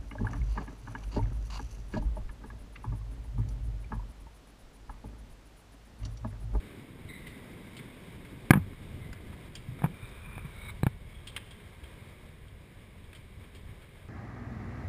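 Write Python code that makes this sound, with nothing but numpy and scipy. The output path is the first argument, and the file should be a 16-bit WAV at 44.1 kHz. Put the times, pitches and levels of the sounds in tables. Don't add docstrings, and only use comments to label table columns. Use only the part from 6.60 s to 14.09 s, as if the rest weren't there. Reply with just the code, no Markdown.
import sys
import numpy as np
from scipy import signal
from scipy.fft import rfft, irfft, next_fast_len
from scipy.io import wavfile

SR = 44100
rng = np.random.default_rng(int(sys.argv[2]) if len(sys.argv) > 2 else 0)


def dump_mix(stems):
    frames = np.atleast_2d(stems).T
    limited = np.clip(frames, -1, 1)
    pcm = np.round(limited * 32767).astype(np.int16)
    wavfile.write(sys.argv[1], SR, pcm)


N = 330121

# (time [s], rumble level [dB], pane roar level [dB], hiss level [dB])
STORM_GUSTS = [(0, -54, -48.5, -53), (.35, -50, -49, -56.5), (1.21, -53.5, -49.5, -55),
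               (1.87, -50, -50.5, -56), (2.04, -46, -50, -57), (2.48, -41.5, -47.5, -56.5),
               (2.75, -52, -49.5, -55.5), (2.92, -48, -55.5, -57), (3.27, -46.5, -49.5, -55.5),
               (3.54, -47, -56.5, -56), (4.11, -42, -61.5, -55), (4.4, -45, -63, -59),
               (4.71, -48, -57.5, -57), (5.4, -48, -59, -56.5), (5.98, -51, -58.5, -59.5),
               (6.78, -49, -57.5, -58.5), (7.49, -48.5, -62.5, -57.5)]
# (frequency [Hz], level [dB])
RUMBLE_SPECTRUM = [(20, 6.5), (40, 3.5), (90, 2), (140, -7), (220, -13.5), (400, -58.5)]
ROAR_SPECTRUM = [(60, -9), (130, 7.5), (250, 3), (400, -5), (600, -17.5), (1000, -23.5)]
HISS_SPECTRUM = [(200, -21.5), (380, -0.5), (600, -5.5), (800, -11.5), (1050, -7.5), (1400, -13.5),
                 (1640, -8.5), (1850, -11), (2200, -5), (2650, -14), (3250, -13), (3800, -13.5),
                 (4200, -22.5), (5400, -19.5), (6500, -24.5)]
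# (frequency [Hz], level [dB])
SCRAPE_SPECTRUM = [(600, -29), (950, 0.5), (1300, 2.5), (1700, -2), (2000, -6)]
# (time [s], splash level [dB], centre [Hz], T60 [s],
# pane ring re splash [dB], glassy ping re splash [dB])
HAILSTONES = [(0.6679, -51, 2960, 0.2, -21, -23), (1.167, -47, 3310, 0.12, -21, -28),
              (1.1898, -48.5, 2230, 0.086, -22, -23), (1.649, -53, 2130, .12, -18, -27),
              (2.13, -54.5, 1930, .1, -21, -24), (2.5286, -46, 2040, 0.07, -32, -2.5),
              (2.7258, -50.5, 1570, 0.099, -21, -29), (2.9523, -44, 3050, 0.11, -6, 3.5),
              (3.4892, -53, 2200, 0.12, -15, -3), (4.6711, -45.5, 3250, 0.12, 2, -17),
              (4.7635, -31.5, 2570, 0.042, -5, -12), (4.7769, -38.5, 1950, 0.029, -28, -23),
              (4.9067, -50, 2830, 0.11, -5, -20), (4.929, -57, 2130, .089, -13, -26),
              (5.2355, -54, 2250, 0.14, -4, -26), (5.881, -61, 3250, .051, 6, -23),
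              (6.4406, -61, 3210, 0.068, 4, -23), (6.5297, -50.5, 2260, 0.062, -5, -29),
              (6.549, -52, 2680, 0.2, -15, -28), (6.8389, -55.5, 2050, .1, -16, -27),
              (6.948, -54.5, 3140, .18, -8, -28), (7.2198, -57.5, 2140, 0.24, -15, -22)]
# (frequency [Hz], width [Hz], level [dB])
PANE_MODES = [(1600, 94, -17), (2070, 83, -21), (3230, 120, 17), (3550, 120, -4)]
# (time [s], level before the envelope [dB], frequency [Hz])
HAND_THUDS = [(0.449, -28, 93), (2.338, -28.5, 80.7), (2.699, -30.5, 101), (2.737, -32, 58.5),
              (3.085, -26.5, 124), (3.119, -29.5, 133), (3.429, -29.5, 108), (3.67, -35.5, 144),
              (3.766, -27, 94), (3.847, -28.5, 144), (4.141, -29, 51), (4.47, -38, 112), (5.228, -31, 65),
              (5.921, -35, 79), (6.167, -34, 75.4), (6.588, -37.5, 113), (6.77, -32.5, 76),
              (7.029, -37, 51), (7.091, -31, 99)]
# (time of top [s], rise [s], T60 [s], squeak level [dB], squeak centre [Hz],
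# upper band re squeak [dB], upper band centre [Hz], scrape re squeak [dB])
RUB_STROKES = [(0.487, 0.0096, 0.83, -48.5, 2064, -9, 3840, -23),
               (.64, 0.072, 1.6, -55, 2024, -10.5, 3600, -17),
               (1.185, .015, 1.4, -56, 2165, -5.5, 3430, -8), (2.44, 0.15, .7, -59, 2050, -12, 3590, -9),
               (3.19, .04, 0.34, -56.5, 2170, -7, 3650, -11), (3.42, 0.32, 1.5, -57.5, 2380, -8, 3670, -3),
               (3.64, 0.21, 0.27, -54, 2415, -11, 3510, -8), (3.765, 0.19, 0.35, -51, 2400, -14, 3600, -4),
               (3.855, 0.1, 0.3, -53.5, 2325, -9, 3570, -2.5),
               (4.098, 0.25, 0.052, -45.5, 2238, -6, 3774, -6.5),
               (4.56, 0.18, 0.81, -66, 2230, 3, 3290, -12)]
# (frequency [Hz], level [dB], T60 [s])
HOUSING_MODES = [(332, -15, 0.034), (506, -10.5, 0.019), (805, -5.5, 0.012), (975, -2, 0.0084),
                 (1214, -8.5, 0.018), (1654, 0, 0.012), (2274, -0.5, 0.014), (3230, -15, 0.011)]
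# (time of top [s], rise [s], T60 [s], low modes level [dB], high modes re low [dB])
RATTLE_SWELLS = [(1.936, 0.011, 0.05, -25.5, -9), (1.96, .008, 0.1, -37, -31), (3.191, 0.016, .05, -50, -8),
                 (3.244, 0.017, 0.067, -33, -20), (4.236, 0.0026, 0.051, -47, -17),
                 (4.268, 0.0014, 0.029, -30.5, -26)]
# (time [s], level before the envelope [dB])
LATCH_STRIKES = [(4.234, -31.5)]
# (time [s], direction [sign], thud level before low-pass [dB], thud frequency [Hz],
# thud T60 [s], crack level before low-pass [dB], hardness as crack cutoff [Hz])
HOUSING_KNOCKS = [(1.9068, 1, -1, 140, 0.039, -3.5, 2500), (1.909, -1, -8.5, 213, 0.026, -4.5, 2480),
                  (1.9358, -1, -16, 176, 0.074, -19, 2170), (1.9554, -1, -11, 172, 0.055, -25, 910),
                  (1.9725, 1, -10, 167, 0.054, -52, 610), (1.995, 1, -25.5, 94, 0.27, -53, 400),
                  (3.22, 1, -30, 160, .04, -31.5, 1300), (3.2346, 1, -25, 146, 0.092, -43, 900),
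                  (3.2416, 1, -15, 154.6, 0.094, -21.5, 1160), (3.261, -1, -22, 140, .061, -30.5, 1280),
                  (3.78, -1, -39, 147, .04, -35.5, 2600), (4.233, 1, -12, 128, .04, -26, 1900),
                  (4.2657, 1, -13.5, 127, 0.018, -28.5, 900), (4.267, 1, -15.5, 129, 0.053, -32, 4500)]

PATTER_PER_S, PATTER_DB, PATTER_T60_S = 53, -71.5, 0.014
PING_HZ, PING_WIDTH_HZ, PING_T60_S = 4740, 1400, 0.07
HALL_T60_S, HALL_DB = 1, -19
THUD_T60_S = 0.073
SQUEAK_CORNER_HZ, UPPER_CORNER_HZ = 100, 170
SWELL_FROM_DB = -28.5
LATCH_HZ, LATCH_T60_S = 3980, .016
HOLD_HZ, OVERLOAD = 12000, .7
CUTOFF_HZ = 15800


def from_db(db):
    return 10 ** (np.asarray(db) / 20)


def rms_one(x):
    return x / np.sqrt(np.mean(x ** 2) + 1e-20)


def in_time(rows):
    s, *columns = np.transpose(rows)
    return [np.interp(np.arange(N) / SR, s, c) for c in columns]


def slow(rate_hz):
    r = np.exp(-2 * np.pi * rate_hz / SR)
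    noise = rng.standard_normal(N + SR)
    return rms_one(signal.lfilter([1], [1, -2 * r, r * r], noise)[SR:])


def coloured(spectrum):
    size = next_fast_len(N)
    hz, level_db = np.transpose(spectrum)
    log_hz = np.log(np.arange(size // 2 + 1) * SR / size + 1)
    gain = from_db(np.interp(log_hz, np.log(hz), level_db, left=-70, right=-70))
    white = rfft(rng.standard_normal(size))
    return rms_one(irfft(gain * white, size)[:N])


def narrow(corner_hz):
    shape = slow(corner_hz) + 1j * slow(corner_hz)
    return lambda hz: np.real(shape * np.exp(2j * np.pi * hz * np.arange(N) / SR))


def fade(t, t60):
    return from_db(-60 * t / t60)


def swell(s, rise_s, t60):
    t = np.arange(N) / SR - s
    climb = from_db(-SWELL_FROM_DB * np.clip(t / rise_s, -1, 0))
    return (t > -rise_s) * np.where(t < 0, climb, fade(np.maximum(t, 0), t60))


def resonance(x, hz, width_hz):
    r = np.exp(-np.pi * width_hz / SR)
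    zeros = np.array([1, 0, -1]) * (1 - r * r) / 2
    poles = [1, -2 * r * np.cos(2 * np.pi * hz / SR), r * r]
    return signal.lfilter(zeros, poles, x)


def add(out, s, sound):
    at = round(s * SR)
    out[at:at + len(sound)] += sound[:N - at]


def storm():
    rumble_db, roar_db, hiss_db = in_time(STORM_GUSTS)
    rumble = from_db(rumble_db + 1.6 * slow(12)) * coloured(RUMBLE_SPECTRUM)
    roar = from_db(roar_db + 1.3 * slow(15)) * coloured(ROAR_SPECTRUM)
    hiss = from_db(hiss_db + .8 * slow(6)) * coloured(HISS_SPECTRUM)
    return rumble + roar + hiss


def patter():
    born = rng.random(N) < PATTER_PER_S / SR
    sizes = born * from_db(3.6 * np.minimum(rng.exponential(1, N), 4))
    decay_per_sample = from_db(-60 / (PATTER_T60_S * SR))
    envelope = signal.lfilter([1], [1, -decay_per_sample], sizes)
    return from_db(PATTER_DB) * envelope * coloured(HISS_SPECTRUM)


def hail():
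    out, t = np.zeros(N), np.arange(SR // 4) / SR
    bursts = rng.standard_normal((len(HAILSTONES), len(t)))
    for (s, splash_db, hz, t60, ring_db, ping_db), burst in zip(HAILSTONES, bursts):
        band = signal.butter(1, [.5 * hz, 1.46 * hz], "band", fs=SR)
        splash = rms_one(signal.lfilter(*band, signal.lfilter(*band, burst)))
        ring = rms_one(sum(from_db(mode_db) * resonance(splash, mode_hz, width_hz)
                           for mode_hz, width_hz, mode_db in PANE_MODES))
        ping = resonance(burst, PING_HZ, PING_WIDTH_HZ)
        ping = rms_one(resonance(ping, PING_HZ, PING_WIDTH_HZ))
        tones = splash + from_db(ring_db) * ring + from_db(ping_db) * fade(t, PING_T60_S) * ping
        envelope = fade(t, t60) * (1 - fade(t, 0.0014))
        add(out, s, from_db(splash_db) * envelope * tones)
    return out


def hall(x):
    t = np.arange(SR) / SR
    treble_loss = signal.butter(4, 4000, fs=SR)
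    tail = signal.lfilter(*treble_loss, rng.standard_normal(SR)) * fade(t, HALL_T60_S)
    return signal.fftconvolve(x, tail / np.sqrt(np.sum(tail ** 2)))[:N]


def thuds():
    out, t = np.zeros(N), np.arange(SR // 3) / SR
    envelope = fade(t, THUD_T60_S) * (1 - fade(t, 0.012))
    for s, level_db, hz in HAND_THUDS:
        add(out, s, from_db(level_db) * envelope * np.sin(2 * np.pi * hz * t))
    return out


def rubbing():
    scrape = coloured(SCRAPE_SPECTRUM)
    squeak, upper = narrow(SQUEAK_CORNER_HZ), narrow(UPPER_CORNER_HZ)
    rubs = np.zeros(N)
    for s, rise_s, t60, squeak_db, squeak_hz, upper_db, upper_hz, scrape_db in RUB_STROKES:
        bands = squeak(squeak_hz) + from_db(upper_db) * upper(upper_hz) + from_db(scrape_db) * scrape
        rubs += from_db(squeak_db) * swell(s, rise_s, t60) * bands
    return from_db(2.1 * slow(16.0)) * rubs


def rattles():
    clicks = (rng.random(N) < 1500 / SR) * rng.standard_normal(N)
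    clicks = signal.lfilter(*signal.butter(4, 2800, fs=SR), clicks)
    walls = [from_db(mode_db) * resonance(clicks, hz, np.log(1000) / np.pi / t60)
             for hz, mode_db, t60 in HOUSING_MODES]
    low, high = rms_one(sum(walls[1:5])), rms_one(sum(walls[5:]))
    return sum(from_db(low_db) * swell(s, rise_s, t60) * (low + from_db(high_db) * high)
               for s, rise_s, t60, low_db, high_db in RATTLE_SWELLS)


def latch():
    out, t = np.zeros(N), np.arange(SR // 10) / SR
    envelope = fade(t, LATCH_T60_S) * (1 - fade(t, 0.0053))
    for s, level_db in LATCH_STRIKES:
        add(out, s, from_db(level_db) * envelope * np.sin(2 * np.pi * LATCH_HZ * t))
    return out


def knocks():
    out, t = np.zeros(N), np.arange(SR // 2) / SR
    spread_db = 1.5 * rng.standard_normal((len(HOUSING_KNOCKS), len(HOUSING_MODES)))
    for knock, spread in zip(HOUSING_KNOCKS, spread_db):
        s, direction, thud_db, thud_hz, t60, crack_db, hard_hz = knock
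        swing = fade(t, t60) * np.cos(2 * np.pi * thud_hz * t - .3)
        ringing = sum(from_db(mode_db + extra_db) * fade(t, mode_t60) * np.sin(2 * np.pi * hz * t)
                      for (hz, mode_db, mode_t60), extra_db in zip(HOUSING_MODES, spread))
        thud = signal.lfilter(*signal.butter(2, 0.35 * hard_hz, fs=SR), swing)
        crack = signal.lfilter(*signal.butter(2, hard_hz, fs=SR), ringing)
        add(out, s, np.sign(direction) * (from_db(thud_db) * thud + from_db(crack_db) * crack))
    return out


def scene():
    stones = hail()
    airborne = storm() + patter() + stones + from_db(HALL_DB) * hall(stones)
    contact = thuds() + rubbing() + rattles() + latch() + knocks()
    return (airborne + contact)[None]


def record(dry):
    smooth = signal.sosfilt(signal.butter(1, 40, "high", fs=SR, output="sos"), dry[0])
    smooth = signal.sosfilt(signal.butter(6, 5300, fs=SR, output="sos"), smooth)
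    sampled = np.clip(signal.resample_poly(smooth, HOLD_HZ, SR), -OVERLOAD, OVERLOAD)
    held = signal.resample_poly(np.repeat(sampled, 4), SR, 4 * HOLD_HZ)[:N]
    held = np.pad(held, (0, N - len(held)))
    return signal.sosfilt(signal.cheby2(12, 60, CUTOFF_HZ, fs=SR, output="sos"), held)[None]


dry = scene()
out = record(dry)
dump_mix(out)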